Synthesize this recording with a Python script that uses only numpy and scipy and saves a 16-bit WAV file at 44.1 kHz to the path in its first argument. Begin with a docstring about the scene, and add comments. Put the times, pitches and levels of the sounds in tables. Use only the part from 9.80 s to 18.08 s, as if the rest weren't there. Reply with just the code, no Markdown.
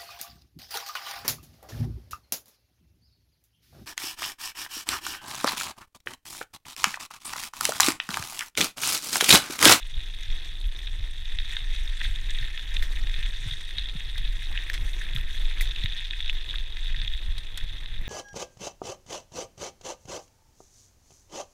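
"""Bicycle on a gravel track

Heard from a camera on the rider's chest: tyres crunch gravel, more in loose patches; clicks ring in its case.
Grains of filtered random clicks make the gravel; struck modes and noise bursts make knocks, clinks and thuds.
A wheel throbs once a turn, the casings drum, and filtered noise surging in gusts buffets the microphone."""
import sys
import numpy as np
from scipy import signal
from scipy.fft import rfft, irfft
from scipy.io import wavfile
from scipy.ndimage import uniform_filter1d

SR = 44100
rng = np.random.default_rng(int(sys.argv[2]) if len(sys.argv) > 2 else 0)


def to_wav(sig):
    """Store sig (one row per channel, or 1-D mono) as 16-bit WAV at the path in sys.argv[1].

    Samples outside -1..1 are clipped; the rate is SR.
    """
    pcm = np.clip(np.atleast_2d(sig), -1, 1) * 32767
    pcm = np.round(pcm).astype(np.int16)
    wavfile.write(sys.argv[1], SR, pcm.T)  # frames by channels


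N = 365148
T = np.arange(N) / SR
STRIKE_N = 6000  # samples in a struck sound
GRAIN_N = 1024  # samples in a grain


def undb(db):
    """Decibels to gain."""
    return 10 ** (np.asarray(db) / 20)


def unit(x):
    """Scale to rms 1."""
    return x / np.sqrt(np.mean(x ** 2))


def peaked(x):
    """Scale to peak 1."""
    return x / np.abs(x).max()


def noise(size):
    """White noise of rms 1."""
    return rng.standard_normal(size)


def curves(table):
    """Each column of a table as a line through time."""
    time_s, *columns = np.transpose(table)
    return [np.interp(T, time_s, column) for column in columns]


def walk(rate_hz):
    """Random levels held 1 / rate_hz and slewed; rms 1."""
    hold_n = max(int(SR / rate_hz), 1)
    steps = np.repeat(noise(N // hold_n + 1), hold_n)
    return unit(uniform_filter1d(steps, hold_n)[:N])


def swell(middle_s, length_s):
    """A smooth rise and fall, length_s wide at half height."""
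    return np.exp(-np.log(2) * np.minimum((2 * (T - middle_s) / length_s) ** 2, 100))


def response(points, resonances=(), size=1024):
    """Causal impulse response of a smooth spectrum with resonant humps."""
    f_hz = np.maximum(np.arange(size // 2 + 1) * SR / size, 1)
    hz, db = np.transpose(points)
    gain_db = np.interp(np.log(f_hz), np.log(hz), db)
    for centre_hz, width_hz, lift_db in resonances:
        gain_db = gain_db + lift_db / (1 + (2 * (f_hz - centre_hz) / width_hz) ** 2)
    # fold the cepstrum: minimum phase
    cepstrum = irfft(np.log(undb(gain_db)))
    cepstrum[1:size // 2] *= 2
    cepstrum[size // 2 + 1:] = 0
    return irfft(np.exp(rfft(cepstrum)))


def through(x, ir):
    """Pass a sound through an impulse response."""
    return signal.fftconvolve(x, ir)[:len(x)]


def fade(t60_s, size=STRIKE_N):
    """An exponential decay, 60 dB in t60_s."""
    return np.exp(-np.log(1000) * T[:size] / t60_s)


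def ring(hz, t60_s):
    """One struck mode: a decaying sine."""
    return np.sin(2 * np.pi * hz * T[:STRIKE_N]) * fade(t60_s)


def grain(hz, cycles, size=GRAIN_N):
    """A rounded contact: it swells for some cycles and dies away."""
    age = T[:size] * hz / cycles
    return np.sin(2 * np.pi * hz * T[:size]) * age * np.exp(1 - age)


def add(out, start_s, sound):
    """Mix a sound in at start_s."""
    i = max(int(start_s * SR), 0)
    out[i:i + len(sound)] += sound[:max(N - i, 0)]


def clicks(per_s, spread_db, most_db):
    """Random contacts: very many small ones, a few large."""
    size_db = np.minimum(spread_db * rng.exponential(size=N), most_db)
    hit = rng.random(N) < per_s / SR
    return hit * rng.choice([-1, 1], N) * undb(size_db)


def pebbles(low_hz, high_hz, per_s, cycles, spread_db, most_db, bunch_db, count):
    """Stones of count sizes, each clicking at its own pitch in its own little bunches."""
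    total = np.zeros(N)
    for hz in np.geomspace(low_hz, high_hz, count):
        contacts = clicks(per_s / count, spread_db, most_db) * undb(bunch_db * walk(110))
        total += unit(through(contacts, grain(hz, cycles)))
    return total


# surface under the tyres, before trims and lifts: time_s, small_db, coarse_db, grit_db, sand_db
SURFACE = [(0.05, -45.5, -53, -58, -69), (0.39, -45, -52.5, -60, -68.5), (1.39, -45.5, -51.5, -58.5, -69.5),
           (1.83, -42, -46.5, -56, -66.5), (2.29, -44, -47.5, -55, -66.5), (2.58, -42.5, -44, -56, -64),
           (2.79, -42, -44.5, -57, -65.5), (3.2, -46.5, -48.5, -54.5, -64), (3.64, -46, -51.5, -57, -69),
           (4.32, -44, -53, -61.5, -68.5), (4.91, -45.5, -44, -56.5, -64), (5.07, -45.5, -47, -53.5, -61),
           (5.53, -45.5, -49, -63, -70.5), (6.29, -39, -48.5, -58, -69), (6.7, -43, -51.5, -62.5, -73),
           (7.17, -43, -50, -62, -71), (7.81, -45, -53, -64, -71), (8.25, -46.5, -49.5, -65.5, -73)]
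# loose patches: middle_s, length_s, gravel_lift_db, grit_lift_db
LOOSE_PATCHES = [(0.445, 0.21, 2.5, 0.5), (1.501, 0.03, 6.5, 1), (1.725, 0.02, 7, 6.5),
                 (2.25, 0.053, 8.5, 6.5), (2.502, 0.023, 7, 3), (3.39, 0.27, 8, 1), (3.698, 0.11, 8, 7.5),
                 (4.026, 0.13, 8, 1.5), (4.445, .1, 1.5, -2), (4.627, 0.048, 6, 5), (4.775, 0.075, 6, -3),
                 (5.324, 0.15, 5.5, 0.5), (5.562, 0.13, 5, 9.5), (5.833, 0.12, 3, 5.5),
                 (6.698, 0.081, 3.5, 5), (7.05, 0.061, 2, 5.5)]
# fine gravel spectrum: freq_hz, gain_db
GRIT_SPECTRUM = [(1000, -30), (3000, 18), (4600, -1), (5100, -3), (5700, 1.5), (6300, 0.5), (6900, -2),
                 (8000, -4.5), (8650, 1), (9700, -9.5), (11800, -14.5), (12900, -10.5), (15000, -2)]


def tyres(case, wander_db=1.4):
    """Gravel crunches in clusters as the tread bites, more in loose patches; grit and sand spit with it."""
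    small_db, coarse_db, grit_db, sand_db = curves(SURFACE)
    small_trim_db, coarse_trim_db, grit_trim_db, sand_trim_db = -2, -1.03, 1, 0.5
    loose_db = wander_db * walk(11)
    gravel_db, spray_db = loose_db, .5 * loose_db
    for middle_s, length_s, gravel_lift_db, grit_lift_db in LOOSE_PATCHES:
        patch = swell(middle_s, length_s)
        gravel_db = gravel_db + gravel_lift_db * patch
        spray_db = spray_db + grit_lift_db * patch
    bite = 0.42 * walk(45) + 1.1 * walk(150)
    small = pebbles(3120, 3960, per_s=560, cycles=0.85, spread_db=1.0, most_db=8.5, bunch_db=0.0, count=6)
    coarse = pebbles(1618, 2740, per_s=680, cycles=0.92, spread_db=1.5, most_db=10, bunch_db=0.4, count=7)
    grit = pebbles(4410, 8700, per_s=9000, cycles=1.22, spread_db=2.5, most_db=15.5, bunch_db=4.0, count=5)
    sand = pebbles(9900, 12300, per_s=4600, cycles=1.85, spread_db=2.0, most_db=24, bunch_db=1.5, count=3)
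    small = unit(through(small, case) * undb(1.55 * bite))
    coarse = unit(through(coarse, case) * undb(2.17 * bite))
    fine_filter = response(GRIT_SPECTRUM)
    grit = unit(through(grit, fine_filter) * undb(1.8 * bite))
    sand = unit(through(sand, fine_filter) * undb(1.8 * bite))
    gravel = small * undb(small_db + small_trim_db) + coarse * undb(coarse_db + coarse_trim_db)
    spray = grit * undb(grit_db + grit_trim_db) + sand * undb(sand_db + sand_trim_db)
    return gravel * undb(gravel_db) + spray * undb(spray_db)


# large stones snapping from under the tread: time_s, peak_db, pitch_hz, swell_cycles (few: dry crack, more: ping)
STONE_SNAPS = [(0.0287, -27.5, 3490, 1), (0.142, -31, 3600, 1.9), (0.2046, -25, 3500, 0.54),
               (0.5017, -25.5, 3550, 0.81), (1.0708, -24.5, 3480, 0.82), (1.074, -22.5, 3300, 0.61),
               (1.4552, -26.5, 3770, 0.69), (1.5867, -16.5, 3500, 0.68), (1.601, -24, 3480, 0.34),
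               (1.655, -29.5, 3600, 1.1), (1.7668, -16, 3830, 0.88), (1.768, -23.5, 1720, 0.5),
               (1.7912, -26, 3400, 0.49), (2.076, -26, 3600, 0.65), (2.2017, -23.5, 3660, 0.51),
               (2.2143, -17, 2110, 0.22), (2.359, -25, 3530, 0.72), (2.5486, -24, 3460, 0.63),
               (2.5745, -29, 2140, 0.89), (2.586, -22.5, 3470, 1.1), (2.776, -19, 3260, 0.41),
               (2.794, -25, 3400, 0.38), (2.9645, -23, 3400, 0.91), (2.967, -12.5, 3370, 0.67),
               (2.994, -25, 3380, 0.42), (3.161, -26.5, 3290, 0.97), (3.172, -27, 2180, .7),
               (3.271, -21.5, 3450, 0.24), (3.341, -20.5, 3600, 0.41), (3.3627, -24, 3280, 0.41),
               (3.4608, -21.5, 3420, 0.57), (3.7118, -24.5, 3530, 1.3), (3.726, -25.5, 3580, 1.4),
               (3.9092, -27.5, 3570, 0.67), (3.9837, -16, 3700, 1.1), (4.0574, -26, 3500, 1.4),
               (4.087, -24, 3690, .8), (4.096, -26, 3400, 0.74), (4.2055, -22.5, 3020, 0.76),
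               (4.4505, -26.5, 3650, .9), (4.4762, -25.5, 3640, 0.76), (4.7265, -26, 3540, 0.5),
               (4.7754, -14.5, 2940, 0.88), (4.8988, -17.5, 1900, 0.39), (4.9777, -23, 3400, 0.4),
               (5.334, -25, 3500, .8), (5.362, -15, 3180, .9), (5.3835, -25, 3480, 0.9),
               (5.577, -28, 3470, 0.64), (5.6544, -26.5, 3500, 1.1), (5.774, -28, 2400, .6),
               (5.799, -24, 3680, 1.4), (5.874, -23, 3770, 1.2), (5.91, -20.5, 3570, 0.66),
               (5.916, -25, 3600, 1.1), (5.9611, -22, 3170, 0.99), (6.0369, -18.5, 3800, 0.77),
               (6.0587, -16, 3360, 0.59), (6.1228, -21, 3450, 0.51), (6.1943, -23.5, 3530, 0.71),
               (6.234, -28, 3480, 0.64), (6.3083, -16.5, 3630, .7), (6.334, -22.5, 2580, 0.76),
               (6.4043, -17, 3150, 0.53), (6.4255, -24, 3740, 1.5), (6.4446, -24, 3450, 0.95),
               (6.46, -22.5, 3640, 0.88), (6.4703, -27, 3500, 1.1), (6.4786, -24, 3670, 1),
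               (6.4962, -13.5, 3150, 1.04), (6.6897, -25.5, 3620, 1), (6.6977, -24, 3600, 1.1),
               (6.708, -22.5, 3650, 1.4), (6.757, -19, 3700, 0.86), (6.7836, -21, 3570, 0.99),
               (6.9697, -22, 3430, 0.31), (7.0579, -28, 3740, 1), (7.0694, -27, 3640, 1),
               (7.1247, -27, 3490, 0.89), (7.1448, -28, 2170, 0.6), (7.162, -28, 3550, .8),
               (7.2003, -25, 3450, 0.77), (7.216, -18.5, 3760, 0.8), (7.248, -23.5, 3560, 0.77),
               (7.278, -18, 3350, 0.84), (7.3362, -23.5, 3560, 0.96), (7.3761, -27, 3470, 1),
               (8.0591, -23.5, 3530, 0.65)]
# snap spectrum: freq_hz, gain_db
SNAP_SPECTRUM = [(500, -14), (950, -6.5), (1350, -2), (1700, 1), (15000, -1)]


def stones(case, grate_s=0.0016, grate_db=-22, edge_db=-3):
    """A pinched stone grates, snaps free with a sharp edge and rings briefly at its own pitch."""
    out = np.zeros(N)
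    lead_s = .003  # grating before the snap
    grating = np.exp(-np.abs(T[:GRAIN_N] - lead_s) / grate_s)
    snap_filter = through(case, response(SNAP_SPECTRUM))
    for time_s, peak_db, pitch_hz, swell_cycles in STONE_SNAPS:
        crack = undb(grate_db) * noise(GRAIN_N) * grating
        crack[int(lead_s * SR)] += 1
        stone = grain(pitch_hz, swell_cycles)
        stone[0] += undb(edge_db)
        snap = through(through(crack, stone), snap_filter)
        add(out, time_s - .0024, undb(peak_db) * peaked(snap))
    return out


def strays(case, small_hz=3560, coarse_hz=2200, pitch_spread=0.089, cycles=0.92, edge_db=10,
           small_lift_db=16, coarse_lift_db=14, count=800):
    """Middling stones tick singly, each at its own pitch, harder ones sharper; levels follow the surface."""
    out = np.zeros(N)
    small_db, coarse_db, _, _ = curves(SURFACE)
    coarse_share, range_db = .35, 11
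    for when, kind, size, hardness in rng.random((count, 4)):
        i = int(when * N)
        if kind < coarse_share:
            hz, most_db = coarse_hz, coarse_db[i] + coarse_lift_db
        else:
            hz, most_db = small_hz, small_db[i] + small_lift_db
        detune = np.exp(pitch_spread * rng.standard_normal())
        stone = grain(hz * detune, cycles * (1.5 - hardness))
        stone[0] += undb(edge_db) * hardness
        tick = through(stone, case)
        add(out, T[i], undb(most_db - range_db * np.sqrt(size)) * peaked(tick))
    return out


def flung_grit(level_db=3.0):
    """Sharp grains fly off the tread and tick against the bike, louder where the track is sandy or loose."""
    _, _, _, sand_db = curves(SURFACE)
    for middle_s, length_s, _, grit_lift_db in LOOSE_PATCHES:
        sand_db = sand_db + grit_lift_db * swell(middle_s, length_s)
    ticks = pebbles(5100, 14000, per_s=170, cycles=0.27, spread_db=11.0, most_db=8, bunch_db=1.0, count=4)
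    return unit(through(ticks, response(GRIT_SPECTRUM))) * undb(sand_db + level_db)


# sharpest chips striking the bike: start_s, peak_db (before trim), pitch_hz
CHIP_HITS = [(0.0727, -42, 8770), (0.4085, -41, 8520), (0.4314, -37, 6400), (0.802, -41, 9000),
             (0.817, -44, 10000), (0.872, -45, 12000), (0.9887, -46, 12000), (1.7155, -38, 6210),
             (2.413, -41, 6420), (2.506, -30, 6340), (3.3298, -42, 7620), (3.392, -40, 8810),
             (4.9, -38, 12500), (4.9332, -37, 7000), (4.9385, -33, 12500), (5.2001, -43, 8600),
             (5.4116, -43, 12000), (5.8088, -44, 8600), (5.9599, -48, 9820), (7.0424, -46, 8760),
             (7.7753, -30, 7500)]


def chips(cycles=0.72, scrape_t60_s=0.021, scrape_db=-14, trim_db=0.5):
    """A flung chip of grit clicks on the metal and skitters for an instant."""
    out = np.zeros(N)
    for start_s, peak_db, pitch_hz in CHIP_HITS:
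        contact = undb(scrape_db) * noise(GRAIN_N) * fade(scrape_t60_s, size=GRAIN_N)
        contact[0] += 1
        tick = through(contact, grain(pitch_hz, cycles))
        add(out, start_s, undb(peak_db + trim_db) * peaked(tick))
    return out


# hard knocks on the frame: start_s, ring_peak_db, body_db (re ring), pitch_factor (on the modes)
FRAME_KNOCKS = [(2.207, -28, -19, 0.83), (3.025, -23.5, -7.5, 0.91), (4.357, -30, -16, 0.87),
                (5.349, -35, 5, 1), (5.374, -36, -3, 0.67), (5.384, -38, -7, 0.74),
                (5.8093, -17.5, -2.5, 1), (6.04, -44, 7.5, 1), (6.53, -31.5, -8.5, 0.93),
                (6.74, -28, -17, 0.85), (6.7417, -36.5, -12, 0.63), (8.212, -37, -6, 1)]
# frame modes: freq_hz, gain_db, t60_s
FRAME_MODES = [(364, -13, 0.035), (510, -16, 0.047), (692, -17, 0.2), (960, -21, 0.017),
               (2020, 16.5, 0.019), (2146, -2.5, 0.073), (2320, 14.5, 0.017)]
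# hollow body spectrum: freq_hz, gain_db
BODY_SPECTRUM = [(120, -34), (250, -7.5), (350, -4), (520, -8.5), (750, -13), (1100, -29), (2000, -2)]


def knocks(chatter_db=-37, chatter_t60_s=0.068, judder_db=-14, judder_t60_s=0.099, rise_s=0.00052):
    """A hard blow rings the frame's modes while its hollow body judders for a moment."""
    out = np.zeros(N)
    hollow = response(BODY_SPECTRUM)
    onset = 1 - np.exp(-T[:STRIKE_N] / rise_s)
    for start_s, ring_peak_db, body_db, pitch_factor in FRAME_KNOCKS:
        modes = sum(undb(gain_db) * ring(hz * pitch_factor, t60_s) for hz, gain_db, t60_s in FRAME_MODES)
        blow = undb(chatter_db) * noise(STRIKE_N) * fade(chatter_t60_s)
        judder = undb(judder_db) * noise(STRIKE_N) * fade(judder_t60_s)
        blow[0] += 1
        judder[0] += 1
        knock = peaked(through(blow, modes * onset))
        body = peaked(through(judder, hollow))
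        add(out, start_s, undb(ring_peak_db) * (knock + undb(body_db) * body))
    return out


# loose fitting clinking: start_s, peak_db, edge_db (noise gain beside the mode gains)
FITTING_CLINKS = [(4.3789, -25, -6), (4.3814, -21.5, -4), (7.581, -23.5, -7), (7.7747, -23.5, 8)]
# fitting modes: freq_hz, gain_db, t60_s
FITTING_MODES = [(3380, 5, 0.047), (3820, 7, 0.032), (4150, 0, 0.021), (5200, -18, 0.01), (9000, -9, 0.074),
                 (11100, -30, 0.019)]


def clinks(edge_t60_s=0.023):
    """A fitting is jolted against its stop: a crisp noise edge over a short bright modal ring."""
    out = np.zeros(N)
    modes = sum(undb(gain_db) * ring(hz, t60_s) for hz, gain_db, t60_s in FITTING_MODES)
    for start_s, peak_db, edge_db in FITTING_CLINKS:
        bright_noise = np.diff(noise(STRIKE_N + 1)) / 2
        clink = modes + undb(edge_db) * bright_noise * fade(edge_t60_s)
        add(out, start_s, undb(peak_db) * peaked(clink))
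    return out


# metal parts rattling: start_s, level_db (rms before the decay), t60_s
RATTLE_BURSTS = [(0.647, -38, 0.025), (0.99, -40, .015), (1.635, -50, .02), (2.612, -37, 0.022),
                 (2.941, -31.5, 0.056), (3.023, -35.5, 0.18), (3.808, -34.5, 0.04), (4.379, -36, 0.03),
                 (4.898, -29, 0.018), (4.932, -33.5, 0.055), (4.939, -30.5, 0.11), (7.583, -36.5, 0.042),
                 (7.775, -30, 0.049)]


def rattles():
    """Chain and fittings chatter: bright decaying noise bursts coloured by the metal."""
    out = np.zeros(N)
    metal = response([(400, -16), (1300, 0.0), (1900, 13.5), (3000, 6.0), (3550, 17.0), (4400, 4.5),
                      (6000, 0.5), (7000, -3.5), (8800, -4.5), (12000, -18.5), (15000, -25)])
    for start_s, level_db, t60_s in RATTLE_BURSTS:
        chatter = unit(through(noise(STRIKE_N), metal))
        add(out, start_s, undb(level_db) * chatter * fade(t60_s))
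    return out


# bumps through the mount: start_s, peak_db, pitch_hz (settled), t60_s
MOUNT_THUDS = [(1.188, -36, 84.4, 0.11), (2.264, -35, 69.6, 0.12), (2.609, -39, 111, 0.13),
               (2.954, -40, 105, 0.081), (3.384, -34, 91, .08), (3.661, -32, 105, 0.089),
               (3.715, -36, 110, 0.095), (4.152, -32, 138, 0.045), (4.705, -30.5, 55, 0.12),
               (5.351, -29, 112, 0.095), (6.042, -22, 95, 0.038), (8.214, -36, 106, 0.023)]


def bumps(contact_s=0.0047, shudder_db=-16, stiffen=0.33, relax_s=0.0056):
    """Ruts thud and shudder through the mount, falling in pitch as it relaxes."""
    out = np.zeros(N)
    age_s = T[:STRIKE_N]
    mount = response([(40, 9.0), (120, 16.0), (250, -27), (600, -14), (2000, -48)])
    for start_s, peak_db, pitch_hz, t60_s in MOUNT_THUDS:
        shudder = undb(shudder_db) * unit(through(noise(STRIKE_N), mount)) * fade(2 * t60_s)
        falling_hz = pitch_hz * (1 + stiffen * np.exp(-age_s / relax_s))
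        tone = np.sin(2 * np.pi * np.cumsum(falling_hz) / SR) * fade(t60_s)
        thud = (tone + shudder) * (1 - np.exp(-age_s / contact_s))
        add(out, start_s, undb(peak_db) * peaked(thud))
    return out


def wheel(throb_hz=40, cycles=0.68, level_db=-30, scatter_db=2, first_s=.16, turn_s=.3485):
    """A slightly uneven wheel sends a soft throb through the rider once a turn."""
    out = np.zeros(N)
    for start_s in np.arange(first_s, N / SR, turn_s):
        size, detune = rng.standard_normal(2)
        throb = grain(throb_hz * np.exp(0.15 * detune), cycles, size=8192)
        add(out, start_s, undb(level_db + scatter_db * size) * throb)
    return out


# rolling rumble: time_s, level_db (before trim)
ROLL_LEVEL = [(0.05, -62), (.75, -62.5), (1.1, -61), (1.4, -65), (1.6, -61.5), (2.85, -60.5), (3.03, -56.5),
              (3.4, -58), (3.85, -61.5), (4.8, -58), (4.92, -54), (5.2, -57.5), (5.8, -57), (6.25, -62),
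              (6.5, -59), (7.7, -60.5), (8.25, -56.5)]
# rumble spectrum: freq_hz, gain_db
ROLL_SPECTRUM = [(100, -5.5), (220, 1), (330, 6), (400, 1), (500, 0.5), (600, -2.5), (1050, -1.5),
                 (1500, -2), (3000, -23.5)]


def rolling(trim_db=0.5):
    """The tyre casings drum dully on the uneven ground: random clicks through a low resonance."""
    level_db, = curves(ROLL_LEVEL)
    drum = through(clicks(2500, spread_db=3.0, most_db=13.5), response(ROLL_SPECTRUM, size=2048))
    return unit(drum * undb(2.13 * walk(30))) * undb(level_db + trim_db)


# gusts over the headwind: middle_s, length_s, buffet_lift_db, eddy_lift_db
WIND_GUSTS = [(0.172, 0.042, 9, 9), (0.523, 0.081, 11, 9), (0.868, 0.057, 12.5, 2), (1.12, 0.096, 3, 3.5),
              (1.24, 0.19, 3, 5.5), (1.572, 0.21, 7.5, 5), (1.895, 0.12, 8, 2), (2.063, 0.16, 8.5, -2),
              (2.303, 0.17, 7.5, 6.5), (2.57, 0.22, 9, 5.5), (2.998, 0.14, 10.5, 5), (3.204, 0.23, 9, 4.5),
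              (3.35, 0.12, 4, 4), (3.464, 0.15, 7, 2), (3.69, 0.18, 0.5, 9), (4.0, 0.12, -0.5, 11),
              (4.274, 0.17, 1.5, 5.5), (4.476, 0.18, 8.5, 7), (4.722, 0.092, 7.5, 5), (5.03, 0.24, 6, 9),
              (5.45, 0.42, 6, 5.5), (5.645, 0.08, 11, -4), (5.818, .16, 10, 6.5), (6.052, 0.18, 4, 6),
              (6.52, 0.16, 8.5, 8.5), (6.802, 0.057, 10.5, 9), (7.122, 0.23, 8.5, -2),
              (7.215, .17, -0.5, 13), (7.331, 0.059, 9.5, -1), (7.51, 0.11, 8, 11), (7.835, 0.07, 6, 9),
              (8.187, 0.1, 6, 10.5)]
# slow buffeting spectrum: freq_hz, gain_db
BUFFET_SPECTRUM = [(5, -19.5), (14, 0.5), (20, 2.5), (30, -2), (45, -16.5), (65, -30), (120, -54),
                   (300, -76)]
# small eddy spectrum: freq_hz, gain_db
EDDY_SPECTRUM = [(30, -16.5), (58, 3.5), (80, -2.5), (115, -5.5), (160, -18), (230, -26.5), (500, -58),
                 (1500, -68)]


def wind(lull_buffet_db=-31.5, lull_eddy_db=-50.5, flutter_db=2.3):
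    """Slow pressure swings from the headwind with smaller eddies on top; gusts change both levels."""
    buffet_db, eddy_db = lull_buffet_db, lull_eddy_db
    for middle_s, length_s, buffet_lift_db, eddy_lift_db in WIND_GUSTS:
        gust = swell(middle_s, length_s)
        buffet_db = buffet_db + buffet_lift_db * gust
        eddy_db = eddy_db + eddy_lift_db * gust
    buffet = unit(through(noise(N), response(BUFFET_SPECTRUM, size=32768)))
    # successive vortices are of similar strength, so the gusts set the swell
    strength = np.sqrt(uniform_filter1d(buffet ** 2, size=3000) + 1e-6)
    buffet = unit(buffet / strength)
    eddies = through(noise(N), response(EDDY_SPECTRUM, size=16384))
    eddies = unit(eddies * undb(flutter_db * walk(25)))
    return buffet * undb(buffet_db) + eddies * undb(eddy_db)


# stone spectrum: freq_hz, gain_db
STONE_SPECTRUM = [(200, -43), (600, -3.5), (950, 8.5), (1200, -3), (1650, 0), (3800, -2.5), (4400, 0.5),
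                  (6300, 6), (10000, -18), (15000, -14)]
# camera case resonances: centre_hz, width_hz, lift_db
CASE_RESONANCES = [(1314, 49, 13), (1578, 203, 7.5), (1837, 284, 12.5), (2097, 214, 7), (2556, 544, 12),
                   (2960, 75, 5.5), (3352, 263, 13), (3574, 195, 10.5), (3765, 223, 14), (4090, 92, 8)]


def scene():
    """All sources summed dry, in the open air; the gravel and stones ring in the case."""
    case = response(STONE_SPECTRUM, CASE_RESONANCES)
    gravel = tyres(case) + stones(case) + strays(case) + flung_grit() + chips()
    bike = knocks() + clinks() + rattles() + bumps() + wheel() + rolling()
    return (gravel + bike + wind())[None]


def record(dry, top_hz=15150):
    """The camera cuts the top of the treble with a steep low-pass."""
    treble_cut = signal.ellip(10, .2, 80, top_hz, fs=SR, output="sos")
    return signal.sosfilt(treble_cut, dry)


dry = scene()
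out = record(dry)
to_wav(out)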